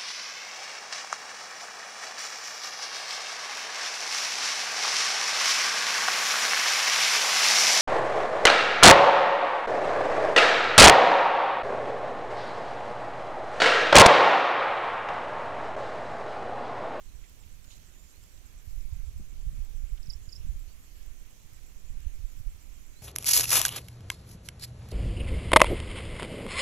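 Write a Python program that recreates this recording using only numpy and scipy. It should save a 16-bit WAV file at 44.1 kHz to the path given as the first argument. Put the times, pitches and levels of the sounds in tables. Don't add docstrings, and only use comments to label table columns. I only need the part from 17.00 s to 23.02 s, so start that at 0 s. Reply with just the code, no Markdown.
import sys
import numpy as np
from scipy import signal
from scipy.fft import rfft, irfft, next_fast_len
from scipy.io import wavfile
from scipy.ndimage import uniform_filter1d, map_coordinates

SR = 44100
rng = np.random.default_rng(int(sys.argv[2]) if len(sys.argv) > 2 else 0)


def gain_from_db(level_db):
    decades = np.asarray(level_db, float) / 20
    return 10 ** decades


def waveform_to_disk(signal):
    frames = np.transpose(np.atleast_2d(signal))
    scaled = np.clip(frames, -1, 1) * 32767
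    samples = np.round(scaled).astype(np.int16)
    wavfile.write(sys.argv[1], SR, samples)


N = 265482


def unit(x):
    return x / np.sqrt(np.mean(x ** 2) + 1e-20)


def along(points, hz):
    f, v = np.transpose(points)
    return np.interp(np.log(hz + 1), np.log(f + 1), v)


def curve(rows):
    return np.interp(np.arange(N) / SR, *np.transpose(rows))


def wobble(rate):
    knots = rng.standard_normal(int(N * rate / SR) + 4)
    return map_coordinates(knots, [np.arange(N) * rate / SR])


def filtered(x, response):
    m = next_fast_len(N + SR // 2)
    return irfft(rfft(x, m) * response(np.fft.rfftfreq(m, 1 / SR)), m)[..., :N]


def resonances(peaks):
    def response(f):
        total = 0
        for k, (centre, width, db) in enumerate(peaks):
            damping = 1j * f * width
            total = total + (-1) ** k * gain_from_db(db) * damping / (centre * centre - f * f + damping)
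        return total
    return response


def add(track, s, sound):
    part = track[round(s * SR):][:len(sound)]
    part += sound[:len(part)]


def notes(table, bend, skew, overtone_db, size, pointed=.46):
    out = np.zeros(N)
    for s, length, first_hz, last_hz, db, rough in table:
        u = np.arange(round(length * SR)) / (length * SR)
        phase = 2 * np.pi * np.cumsum(first_hz + (last_hz - first_hz) * u ** bend) / SR
        flutter = rng.standard_normal((2, SR // 4))
        flutter = uniform_filter1d(uniform_filter1d(flutter, size=size), size=size)
        flutter = unit(flutter)[:, :len(u)]
        unsteady = 1 - rough + rough * (flutter[0] + 1j * flutter[1]) / np.sqrt(2)
        voice = unsteady * np.exp(1j * phase)
        swell = np.sin(np.pi * u ** skew) ** pointed
        add(out, s, gain_from_db(db) * swell * (voice.real + gain_from_db(overtone_db) * (voice ** 2).real))
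    return out


def foliage(x, t60, wet_db):
    t = np.arange(SR // 4) / SR
    tail = rng.standard_normal((2, len(t))) * gain_from_db(-60 * t / t60) * (t > .004)
    tail = tail / np.linalg.norm(tail[0])
    return gain_from_db(wet_db) * signal.fftconvolve(x[None], tail, axes=1)[:, :N]


def patchy(patchy_db):
    z = signal.stft(rng.standard_normal(N), nperseg=512)[2]
    field = uniform_filter1d(rng.standard_normal(z.shape), size=6, axis=0)
    field = uniform_filter1d(field, size=12, axis=1)
    return unit(signal.istft(z * gain_from_db(patchy_db * unit(field)), nperseg=512)[1][:N])


# (frequency [Hz], density [dB per Hz])
HISS_LEFT = [(100, -87), (200, -91.5), (400, -98), (800, -102.4), (1600, -104.8), (3000, -107.2),
             (6200, -110.8), (7000, -109.9), (7800, -107.7), (10600, -107.4), (11600, -103.2),
             (13000, -103.9), (15000, -106.8)]
HISS_RIGHT = [(200, -90.5), (400, -95.5), (800, -100.5), (1400, -100.4), (2300, -96), (3000, -98.5),
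              (3700, -101.1), (5000, -101.1), (6200, -96), (7000, -96.5), (8300, -103.9), (11000, -106.6),
              (15000, -110.6)]
# (frequency [Hz], share [0-1])
COHERENCE = [(150, 0.32), (280, 0.58), (700, 0), (1500, 0), (2500, 0.2), (9000, 0.01)]


def hiss():
    frame_hz, port_lag = 29.97, 15
    share = lambda hz: np.clip(along(COHERENCE, hz), 0, 1)
    common = patchy(patchy_db=0.5)
    own = np.array([patchy(patchy_db=1.0), patchy(patchy_db=1.8)])
    shared = np.array([np.roll(common, port_lag), common])
    white = filtered(own, lambda hz: np.sqrt(1 - share(hz)))
    white = white + filtered(shared, lambda hz: np.sqrt(share(hz)))
    colour = lambda hz: gain_from_db([along([(40, -120)] + port, hz) for port in (HISS_LEFT, HISS_RIGHT)])
    left, right = np.sqrt(SR / 2) * filtered(white, colour)

    treble = filtered(left, lambda hz: hz ** 6 / (hz ** 6 + 8000. ** 6))
    turn = 2 * np.pi * frame_hz * np.arange(N) / SR
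    throb_db = 1.67 * np.cos(turn + 1.1) + 1.62 * np.cos(2 * turn + 1.7)
    throb_db = throb_db + 0.65 * wobble(3.597) + 0.63 * wobble(60)
    return np.array([left + treble * (gain_from_db(throb_db + 1.0) - 1), right])


# (centre [s], pitch [Hz], peak [dB], side [0 left, 1 right])
SLAPS = [(2.199, 247, -40, 0), (2.209, 127, -34, 0), (2.474, 109, -35.5, 0), (2.592, 102, -36, 0),
         (3.469, 158, -41, 0), (2.741, 308, -51, 0), (4.958, 120.7, -43, 0), (1.68, 64, -30.5, 1),
         (1.934, 55.2, -21, 1), (2.478, 36.1, -21.5, 1), (2.935, 37.1, -21.5, 1), (3.498, 48.2, -21, 1),
         (5.071, 47.2, -21, 1), (5.251, 32.6, -22.5, 1), (5.476, 30.1, -21.5, 1), (0.157, 45.2, -32.5, 1),
         (1.954, 98.3, -41, 1), (5.076, 124.2, -45.5, 1), (2.533, 112.4, -36.5, 1), (2.841, 56.3, -27, 1),
         (3.086, 106.3, -32.5, 1), (3.283, 85.5, -33.5, 1), (5.201, 59, -32, 1), (5.406, 89.8, -33.5, 1),
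         (1.57, 30, -45, 0), (1.781, 35, -41.5, 0), (2.11, 40, -44, 0), (2.33, 149, -44, 0),
         (3.552, 45, -36, 0), (5.52, 25, -42, 0)]
# (centre [s], pitch [Hz], peak [dB])
PATS_LEFT = [(0.314, 73, -52.5), (0.492, 87, -50.5), (0.892, 65, -50), (1.345, 86.3, -48.5),
             (1.487, 72.5, -49.5), (1.769, 73, -50), (1.833, 81, -47), (2.139, 66, -38.5),
             (2.871, 66, -52.5), (3.213, 70.3, -40.5), (3.562, 64, -45.5), (3.812, 61, -47),
             (4.335, 73, -47.5), (4.904, 64, -41), (5.371, 63, -45.5), (5.697, 75, -53)]
PATS_RIGHT = [(0.411, 78.5, -44), (0.467, 64, -40.5), (0.62, 49, -47), (0.729, 72, -49), (0.79, 56, -53.5),
              (0.892, 53, -46), (1.07, 64, -49.5), (1.182, 60, -44), (1.232, 64, -45), (1.461, 55.5, -40.5),
              (1.571, 54, -39), (1.859, 43.5, -34), (2.003, 53.7, -27.5), (2.083, 51.7, -26),
              (2.171, 52, -28), (2.36, 55, -39.5), (2.584, 63, -36), (2.636, 51.5, -28), (2.761, 45.4, -30),
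              (3.158, 54.7, -33), (3.222, 62, -38.5), (3.384, 81.5, -39), (3.625, 51.7, -34),
              (3.685, 51.2, -34), (3.791, 53, -45), (3.882, 48, -42), (3.978, 47.8, -39.5),
              (4.06, 51, -48.5), (4.118, 45, -42), (4.2, 51, -54), (4.26, 55, -42), (4.338, 66, -55.5),
              (4.409, 60, -50.5), (4.527, 59, -44), (4.607, 76.4, -45), (4.893, 49, -44),
              (5.005, 53, -34.5), (5.556, 55, -35.5), (5.657, 47, -49.5), (5.714, 45, -37)]


def slaps():
    pat_db = -1
    edge_db, edge_ratio, edge_lead = -16, 1.9, .2
    out = np.zeros((2, N))
    t = np.arange(-SR // 10, SR // 10) / SR
    pats = [(s, hz, db + pat_db, side)
            for side, table in enumerate((PATS_LEFT, PATS_RIGHT)) for s, hz, db in table]
    for s, hz, db, side in SLAPS + pats:
        port = out[int(side > .5)]
        front = edge_ratio * (hz * t + edge_lead)
        add(port, s - .1, gain_from_db(db + edge_db) * np.exp(-(2 * front) ** 2) * np.sin(2 * np.pi * front))
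        body = np.cos(2 * np.pi * hz * t * (1 - 0.191 * hz * t))
        add(port, s - .1, gain_from_db(db) * np.exp(-(1.897 * hz * t) ** 2) * body)
    return out


def stirred(calm_db, side):
    stir_db, stir_s = -18, .035
    time = np.arange(N) / SR
    wakes = sum(gain_from_db(db + stir_db) * np.exp(-((time - s) / stir_s) ** 2)
                for s, hz, db, port in SLAPS if int(port > .5) == side)
    return 20 * np.log10(gain_from_db(calm_db) + wakes)


def eddies(breeze_db, firm_db, grows, calm_db):
    reference_db = -40
    windy_db = firm_db + grows * (breeze_db - reference_db)
    return 10 * np.log10(gain_from_db(2 * windy_db) + gain_from_db(2 * calm_db))


def buffet(colour, gust_db, ripple_db, lumpy_db):
    white = rng.standard_normal(N)
    shape = lambda hz: gain_from_db(along(colour + [(600, -130)], hz)) * (hz > 3)
    air = filtered(white, shape)
    small = filtered(white, lambda hz: shape(hz) * hz ** 4 / (hz ** 4 + 60 ** 4))
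    big = unit((air - small) * gain_from_db(lumpy_db * wobble(7.4)))
    bunching = .4 + uniform_filter1d(np.abs(big), size=900)
    small = unit(small * gain_from_db(2.5 * wobble(22)) * bunching)
    return gain_from_db(gust_db) * big + gain_from_db(ripple_db) * small


# (frequency [Hz], density [dB per Hz])
EDDY_LEFT = [(8, -63.5), (20, -58), (30, -60.5), (45, -63.5), (70, -67.5), (100, -77), (150, -78.5),
             (250, -94.5)]
EDDY_RIGHT = [(6, -44), (12, -48), (20, -51.5), (30, -45), (45, -56.5), (70, -59.5), (100, -66.5),
              (150, -73.5), (250, -101)]
# (time [s], strength [dB])
BREEZE = [(0, -61), (.15, -43), (.3, -65), (1.0, -60), (1.5, -62), (1.75, -43), (2.0, -36), (2.35, -41),
          (2.6, -37.5), (3.0, -43), (3.5, -37), (3.8, -52), (4.2, -44), (4.45, -63), (4.9, -45.5),
          (5.1, -40), (5.5, -46), (6.02, -50.5)]
# (time [s], strength [dB])
LEE = [(0, -37.5), (.4, -56), (1.4, -46.5), (2.0, -39.5), (2.5, -29), (2.95, -45), (3.5, -31.5),
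       (3.75, -39.5), (4.6, -49), (4.95, -36.5), (6.02, -46.5)]


def wind():
    breeze_db, lee_db = curve(BREEZE), curve(LEE)
    big_left = eddies(lee_db, firm_db=-57.5, grows=0.99, calm_db=-69)
    small_left = eddies(lee_db, firm_db=-68, grows=1.17, calm_db=-65.5)
    big_right = eddies(breeze_db, firm_db=-34, grows=0.868, calm_db=-48)
    small_right = eddies(breeze_db, firm_db=-54, grows=2.35, calm_db=-57.5)
    left = buffet(EDDY_LEFT, big_left, stirred(small_left, 0), lumpy_db=-1.5)
    right = buffet(EDDY_RIGHT, big_right, stirred(small_right, 0.996), lumpy_db=2.0)
    return np.array([left, right]) + slaps()


def cricket():
    start_s, period_s, chirr_db = .034, .1186, -57.5
    lull_s, lull_wide_s, lull_db = 4.1, .3, 1.5
    attack_s = .0018
    out, t = np.zeros(N), np.arange(SR // 50) / SR
    effort = chirr_db - lull_db * np.exp(-((np.arange(N) / SR - lull_s) / lull_wide_s) ** 2)
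    for s in np.arange(start_s, N / SR - .04, period_s):
        chance = rng.standard_normal(8) * [2, 2, 2, 2, 2, 2, .8, 1.5]
        for k in range(6):
            hz = 7660 - 60 * k + 40 * chance[k]
            stroke = np.sin(2 * np.pi * hz * t) * (t / attack_s) * np.exp(1 - t / attack_s)
            size_db = effort[round(s * SR)] + chance[6] + chance[5 - k] - 1.6 * abs(k - 1.3)
            when = s + .0062 * k + chance[7] / 1000 + .0005 * chance[k - 3]
            add(out, when, gain_from_db(size_db) * stroke)
    return out


# (start [s], length [s], first pitch [Hz], last pitch [Hz], peak [dB])
HIGH_WHISTLES = [
    (.2, .1, 6900, 7450, -59),
    (.41, .06, 6700, 7250, -58),
    (.655, .09, 6700, 7200, -58),
    (.93, .05, 6500, 7000, -58),
    (.96, .15, 6950, 7350, -56),
    (3.215, .13, 6650, 7150, -57),
    (4.85, .05, 6950, 7100, -58),
    (5.07, .14, 6100, 7350, -59),
    (5.29, .06, 6950, 7000, -58),
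    (5.77, .11, 6500, 7150, -59),
]
# (start [s], length [s], first pitch [Hz], peak [dB])
LOW_WHISTLES = [
    (1.115, .1, 3800, -62.5),
    (1.65, .06, 4400, -69),
    (2.0, .1, 4100, -68),
    (3.665, .065, 4150, -62.5),
    (4.84, .07, 4100, -67),
    (5.955, .08, 3870, -57.5),
]


def far_birds():
    rise_hz_per_s, high_rough, low_rough = 9500, .55, .35
    high = [(s, length, first_hz, last_hz, db - 1, high_rough)
            for s, length, first_hz, last_hz, db in HIGH_WHISTLES]
    low = [(s, length, hz, hz + rise_hz_per_s * length, db, low_rough)
           for s, length, hz, db in LOW_WHISTLES]
    return (notes(high, bend=.75, skew=.6, overtone_db=-40, size=75)
            + notes(low, bend=1.05, skew=.75, overtone_db=-40, size=110))


# (centre [Hz], width [Hz], level [dB])
LEAF = [(990, 600, -13), (3074, 460, -6), (4000, 540, -3.5), (5990, 1170, -8), (6890, 380, -0.5),
        (10500, 2500, -16.5)]
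# (start [s], length [s], level [dB], centre [Hz], width [Hz])
SNAPS = [(0.231, 0.027, -58, 2200, 900), (0.43, 0.018, -59.5, 2800, 500), (0.643, .012, -56, 1000, 200),
         (0.64, .012, -53.5, 4800, 4000), (.7, .012, -56, 3000, 500), (.717, .012, -54, 3500, 1500),
         (.709, .014, -54, 6000, 600), (1.371, .012, -60, 3200, 1500), (1.802, 0.013, -58, 5300, 1500),
         (2.97, 0.016, -57.5, 3180, 1200), (4.025, 0.0095, -56.5, 5800, 900),
         (4.306, .012, -59, 11000, 5000)]


def leaf():
    rustle_s, rustle_db, rise_s, fall_s = .722, -54, .035, .07
    grains = rng.standard_normal(N) * gain_from_db(3 * wobble(350))
    after = np.arange(N) / SR - rustle_s
    swell = gain_from_db(rustle_db) * np.exp(-np.where(after < 0, (after / rise_s) ** 2, after / fall_s))
    out = swell * unit(filtered(grains, resonances(LEAF)))
    for s, length, db, hz, width in SNAPS:
        puff = signal.lfilter(*signal.iirpeak(hz, hz / width, SR), rng.standard_normal(SR // 20))
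        samples = round(length * SR)
        add(out, s, gain_from_db(db) * unit(puff)[:samples] * np.hanning(samples))
    return out


# (frequency [Hz], level [dB], time to fall 60 dB [s])
RATCHET = [(13760, 7.5, 0.0023), (5210, -4, 0.0056), (8860, 0.5, 0.0025), (2030, -3.5, 0.00275),
           (12000, -0.5, 0.00375), (14800, 1, .003)]
HUNTING = [
    5.1569,
    5.321,
    5.3924,
    5.6274,
]
# (start [s], end [s], level [dB])
WHIRRS = [
    (1.599, 1.92, -65),
    (3.768, 4.037, -64.5),
]
# (centre [Hz], width [Hz], level [dB])
HOUSING = [(7900, 500, -22), (9700, 550, -1.5), (11740, 260, 9), (13200, 900, -2)]


def lens():
    tick_start, tick_period, tick_count = .297, .47076, 11
    tick_db, hunting_db = -45.3, -46.5
    out, t = np.zeros(N), np.arange(SR // 50) / SR
    rise = 1 - np.exp(-t / .00012)
    steady = [(tick_start + k * tick_period, tick_db) for k in range(tick_count)]
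    for s, db in steady + [(s, hunting_db) for s in HUNTING]:
        sizes = db + rng.normal(.5, 1.2, len(RATCHET))
        ring = sum(gain_from_db(size + level - 60 * t / t60) * np.sin(2 * np.pi * hz * t)
                   for (hz, level, t60), size in zip(RATCHET, sizes))
        add(out, s - .0002, ring * rise)

    time = np.arange(N) / SR
    running = sum(gain_from_db(db) * np.clip(np.minimum(time - start, end - time) / 0.0143, 0, 1)
                  for start, end, db in WHIRRS)
    throbs = gain_from_db(2.4 * wobble(70))
    motor = unit(filtered(rng.standard_normal(N), resonances(HOUSING)) * throbs)
    return out + running * motor


# (start [s], length [s], first pitch [Hz], peak [dB])
FALLS = [(3.027, .0095, 5550, -45), (3.056, 0.0105, 6700, -50.5), (3.069, 0.006, 5350, -45.5),
         (3.0905, .008, 7400, -50), (3.097, 0.0135, 5750, -32), (3.1085, .005, 4950, -40),
         (3.115, .006, 5100, -49), (3.1348, 0.003, 5300, -35), (3.2865, .015, 5550, -46.5),
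         (3.318, .007, 5800, -46), (3.324, .004, 5600, -40), (3.3275, 0.007, 5350, -34.5),
         (3.3325, .006, 4950, -42), (3.3505, .006, 6200, -49), (3.359, 0.004, 5300, -39.5),
         (3.3635, .004, 5350, -39.5)]
# (start [s], length [s], pitch [Hz], peak [dB])
HOLDS = [
    (3.1275, 0.018, 5470, -43.5),
    (3.130, .013, 4950, -52),
    (3.131, .014, 7150, -57),
    (3.148, .016, 5500, -54),
    (3.323, 0.008, 6800, -50),
    (3.353, 0.011, 5350, -46),
    (3.356, .007, 5050, -48),
    (3.366, 0.02, 5480, -50),
    (3.396, .011, 5460, -54),
]


def near_bird():
    rest_hz, slack_s = 3950, .013
    clear, hoarse = .1, .35
    falls = [(s, length, hz, rest_hz + (hz - rest_hz) * np.exp(-length / slack_s), db, clear)
             for s, length, hz, db in FALLS]
    holds = [(s, length, hz, hz, db, hoarse) for s, length, hz, db in HOLDS]
    return (notes(falls, bend=.8, skew=1.1, overtone_db=-22, size=20, pointed=1.1)
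            + notes(holds, bend=.9, skew=.9, overtone_db=-25, size=50))


# (frequency [Hz], gain [dB])
LEFT_PORT = [(1000, -3), (3500, -8), (4800, -27), (5450, -14), (6200, -24), (12000, -20)]


def scene():
    own = hiss()
    air = wind()
    chirr = cricket()
    far = far_birds()
    leaves = leaf()
    drive = lens() * [[1], [0]]
    near = near_bird()
    garden = near + far + chirr + leaves
    garden = garden + foliage(chirr, t60=0.09, wet_db=-6) + foliage(far, t60=0.056, wet_db=-9)
    garden = garden + foliage(near, t60=0.117, wet_db=-13.5)
    dim = filtered(np.roll(garden[0], 17), lambda hz: gain_from_db(along(LEFT_PORT, hz)))
    return np.array([dim, garden[1]]) + own + drive + air


def roll_off(x):
    return signal.sosfilt(signal.butter(12, 15650, fs=SR, output="sos"), x)


def record(dry):
    top_hz = 15650
    mix = filtered(dry, lambda hz: 1 / (1 + (hz / top_hz) ** 60))
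    return roll_off(mix)


dry = scene()
out = record(dry)
waveform_to_disk(out)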